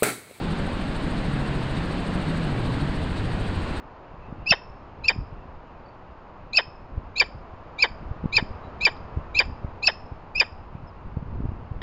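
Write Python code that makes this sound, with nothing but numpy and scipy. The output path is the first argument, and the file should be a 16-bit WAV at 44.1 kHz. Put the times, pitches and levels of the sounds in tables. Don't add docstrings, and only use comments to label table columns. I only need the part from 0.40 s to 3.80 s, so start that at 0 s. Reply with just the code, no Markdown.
import sys
import numpy as np
from scipy import signal
from scipy.fft import rfft, irfft
from scipy.io import wavfile
from scipy.ndimage import uniform_filter1d

SR = 44100
rng = np.random.default_rng(int(sys.argv[2]) if len(sys.argv) > 2 else 0)


def dump(signal):
    limited = np.clip(np.atleast_2d(signal).T, -1, 1)
    pcm = np.round(limited * 32767).astype(np.int16)
    wavfile.write(sys.argv[1], SR, pcm)


N = 149940

# multiple of the blade rate, rms level in dB before the level curve.
THUMP_HARMONICS = [(1, -38), (2, -37.5), (3, -39), (4, -41.5), (5, -44)]
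# time in seconds, gain in dB.
THUMP_GAIN = [(0, -2), (.7, 1.5), (1.3, -3), (2.1, -0.5), (2.8, -0.5), (3.4, 0.5)]
# multiple of the tail blade rate, rms level in dB before flutter.
TAIL_HARMONICS = [(1, -43), (2, -42), (3, -54), (4, -48.5)]
# frequency in Hz, relative density in dB per Hz.
SWISH_SPECTRUM = [(2500, -41), (3700, 7.5), (4500, 5), (5200, -8), (6000, -12.5), (7200, -13), (8300, -7),
                  (9500, -23), (11000, -31), (15000, -46)]
# place in the blade cycle (0-1), width (standard deviation) in seconds,
# centre pitch in Hz, bandwidth in Hz, peak level in dB before the spread between passes.
WHISTLE_ROWS = [(.43, 0.004, 10030, 750, -72), (0.532, 0.0061, 8435, 776, -59),
                (.66, 0.0024, 11160, 900, -71.5), (.66, .003, 12400, 1300, -78),
                (.67, 0.0066, 8480, 2400, -59)]
# time in seconds, level in dB before BUFFET_TRIM_DB.
BUFFET_STRENGTH = [(0, -31.5), (.14, -30), (.3, -44), (.55, -41), (.68, -34), (.78, -39.5), (.93, -30.5),
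                   (1.2, -35), (1.38, -29), (1.62, -36.5), (1.9, -28.5), (2.05, -32), (2.45, -30.5),
                   (2.75, -32), (3.07, -31.5), (3.24, -32), (3.4, -42.5)]
# time in seconds, pitch in Hz before jitter.
BUFFET_PITCH = [(0.0, 168.7), (0.09, 174.3), (0.52, 151.0), (0.68, 180.3), (0.8, 163.8), (0.93, 134.6),
                (1.08, 146.4), (1.22, 130.8), (1.33, 137.3), (1.63, 192), (1.91, 157.1), (2.03, 162.6),
                (2.16, 120), (2.33, 117), (2.44, 152.8), (2.47, 136), (2.55, 83.8), (2.68, 73.1),
                (2.82, 105.9), (3.06, 100.2), (3.23, 79.44), (3.4, 90.9)]
# frequency in Hz, relative density in dB per Hz.
RUMBLE_SPECTRUM = [(4, -60), (14, -23), (25, -3), (50, -1.5), (85, -3), (130, 0), (200, -0.5), (290, -3.5),
                   (370, -16), (520, -19), (1000, -68)]
# time in seconds, level in dB.
RUMBLE_GAIN = [(0, -29), (.45, -31.5), (.7, -29), (1.3, -31.5), (1.9, -29), (2.45, -28), (2.7, -31.5),
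               (3.4, -32.5)]
# frequency in Hz, relative density in dB per Hz.
ROAR_SPECTRUM = [(210, -26), (350, -1.5), (445, -5), (589, -4.5), (659, -6.5), (1000, -7.5), (1250, -10.5),
                 (1580, -10), (2240, -15.5), (2950, -16.5), (3250, -19), (4050, -20.5), (4670, -25),
                 (5300, -33.5), (5900, -40), (6900, -36.5), (7500, -38), (8300, -33.5), (9300, -42.5),
                 (10300, -49.5), (12000, -58), (13200, -61), (15500, -64), (17000, -90)]
# time in seconds, gain in dB on top of ROAR_DB.
ROAR_GAIN = [(0, 0), (.5, -0.06), (1.2, 0.2), (2, 0.16), (2.8, -1.3), (3.4, -0.5)]

BLADE_HZ, TAIL_HZ = 13.504, 80.5
THUMP_AT_CYCLE, SWISH_AT_CYCLE = 0.782, 0.51
REBOUND_POWER_SHARE = 0.65
TAIL_WANDER_SHARE, TAIL_WANDER_HZ = 0.0042, 1.88
TAIL_FLUTTER_DB, TAIL_FLUTTER_HZ = -2, 5.1
SWISH_DB, SWISH_WIDTH_S, SWISH_SPREAD_DB = -50.5, 0.014, 2
PASS_JITTER_S = 0.0013
WHISTLE_FALL_HZ_PER_S, WHISTLE_SPREAD_DB = 45000, 1.9
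BUFFET_TRIM_DB, BUFFET_JITTER_SHARE = -1, 0.0457
BUFFET_FLUTTER_DB, BUFFET_FLUTTER_HZ = 0.5, 25.09
BUFFET_NOISE_DB, BUFFET_OVERTONE_DB = -6.5, -15
BUFFET_WIDTH_HZ = 60
ROAR_DB, ROAR_PATCHY_DB, ROAR_FLICKER_DB = -34, 0.7, 0.01
CUTOFF_HZ = 15700
T = np.arange(N) / SR


def amp(db):
    return 10 ** (np.asarray(db) / 20)


def unit(x):
    return x / np.sqrt(np.mean(x ** 2) + 1e-20)


def curve(rows):
    rows = np.array(rows)
    return np.interp(T, rows[:, 0], rows[:, 1])


def read_spectrum(points, hz):
    point_hz, db = np.transpose(points)
    return np.interp(np.log(hz + 1), np.log(point_hz + 1), db)


def noise(points):
    hz = np.fft.rfftfreq(N, 1 / SR)
    spectrum = rfft(rng.standard_normal(N)) * amp(read_spectrum(points, hz))
    return unit(irfft(spectrum, N))


def drift(rate_hz):
    hz = np.fft.rfftfreq(N, 1 / SR)
    lowpass = (hz > 0) / (1 + (hz / rate_hz) ** 4)
    return unit(irfft(rfft(rng.standard_normal(N)) * lowpass, N))


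def narrow_noise(phase, width_hz):
    in_phase = drift(width_hz / 2) * np.cos(phase)
    quadrature = drift(width_hz / 2) * np.sin(phase)
    return unit(in_phase + quadrature)


def main_rotor():
    angle = 2 * np.pi * (T * BLADE_HZ - THUMP_AT_CYCLE)
    pulses = np.zeros(N)
    for k, db in THUMP_HARMONICS:
        rebound = np.sqrt(REBOUND_POWER_SHARE) * np.sin(k * angle)
        dip = -np.sqrt(1 - REBOUND_POWER_SHARE) * np.cos(k * angle)
        pulses += amp(db) * (rebound + dip)
    return np.sqrt(2) * amp(curve(THUMP_GAIN)) * pulses


def tail_rotor():
    rate_hz = TAIL_HZ * (1 + TAIL_WANDER_SHARE * drift(TAIL_WANDER_HZ))
    cycles = np.cumsum(rate_hz) / SR
    hum = np.zeros(N)
    for k, db in TAIL_HARMONICS:
        level = amp(db + TAIL_FLUTTER_DB * drift(TAIL_FLUTTER_HZ))
        hum += level * np.sin(2 * np.pi * (k * cycles + rng.random()))
    return np.sqrt(2) * hum


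def per_blade(place, width_s, spread_db):
    count = int(N / SR * BLADE_HZ) + 2
    chance = rng.standard_normal((count, 2))
    blade = (T * BLADE_HZ).astype(int)
    pass_s = (blade + place) / BLADE_HZ + PASS_JITTER_S * chance[blade, 0]
    since_s = T - pass_s
    bell = np.exp(-0.5 * (since_s / width_s) ** 2)
    return since_s, amp(spread_db * chance[blade, 1]) * bell


def swish():
    _, swell = per_blade(SWISH_AT_CYCLE, SWISH_WIDTH_S, SWISH_SPREAD_DB)
    hiss = amp(SWISH_DB) * swell * noise(SWISH_SPECTRUM)
    return hiss + sum(whistle(*row) for row in WHISTLE_ROWS)


def whistle(place, width_s, pitch_hz, band_hz, db):
    since_s, swell = per_blade(place, width_s, WHISTLE_SPREAD_DB)
    phase = 2 * np.pi * np.cumsum(pitch_hz - WHISTLE_FALL_HZ_PER_S * since_s) / SR
    return amp(db) * swell * narrow_noise(phase, band_hz)


def buffet():
    pitch_hz = curve(BUFFET_PITCH) * (1 + BUFFET_JITTER_SHARE * drift(BUFFET_FLUTTER_HZ))
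    phase = 2 * np.pi * np.cumsum(pitch_hz) / SR
    tone = unit(amp(BUFFET_FLUTTER_DB * drift(BUFFET_FLUTTER_HZ)) * np.sin(phase))
    band = narrow_noise(phase, BUFFET_WIDTH_HZ)
    overtone = unit(drift(BUFFET_WIDTH_HZ / 2) * np.sin(2 * phase))
    moan = tone + amp(BUFFET_NOISE_DB) * band + amp(BUFFET_OVERTONE_DB) * overtone
    return amp(BUFFET_TRIM_DB + curve(BUFFET_STRENGTH)) * moan


def roar():
    frames, hz = N // 128 + 5, np.fft.rfftfreq(512, 1 / SR)
    real, imag, patches = rng.standard_normal((3, frames, len(hz)))
    patches = uniform_filter1d(patches, size=20, axis=0)
    patches = unit(uniform_filter1d(patches, size=6, axis=1))
    flicker = unit(uniform_filter1d(rng.standard_normal(frames), size=5))[:, None]
    db = read_spectrum(ROAR_SPECTRUM, hz) + ROAR_PATCHY_DB * patches + ROAR_FLICKER_DB * flicker
    bins = (real + 1j * imag) * amp(db)
    _, rush = signal.istft(bins.T, nperseg=512, noverlap=384)
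    rush = amp(ROAR_DB + curve(ROAR_GAIN)) * unit(rush[:N])
    rumble = amp(curve(RUMBLE_GAIN)) * noise(RUMBLE_SPECTRUM)
    return rush + rumble


def scene():
    return (main_rotor() + tail_rotor() + swish() + buffet() + roar())[None]


def record(dry):
    lowpass = signal.firwin(511, CUTOFF_HZ, window=("kaiser", 9), fs=SR)
    return signal.oaconvolve(dry, lowpass[None], "same")


dry = scene()
out = record(dry)
dump(out)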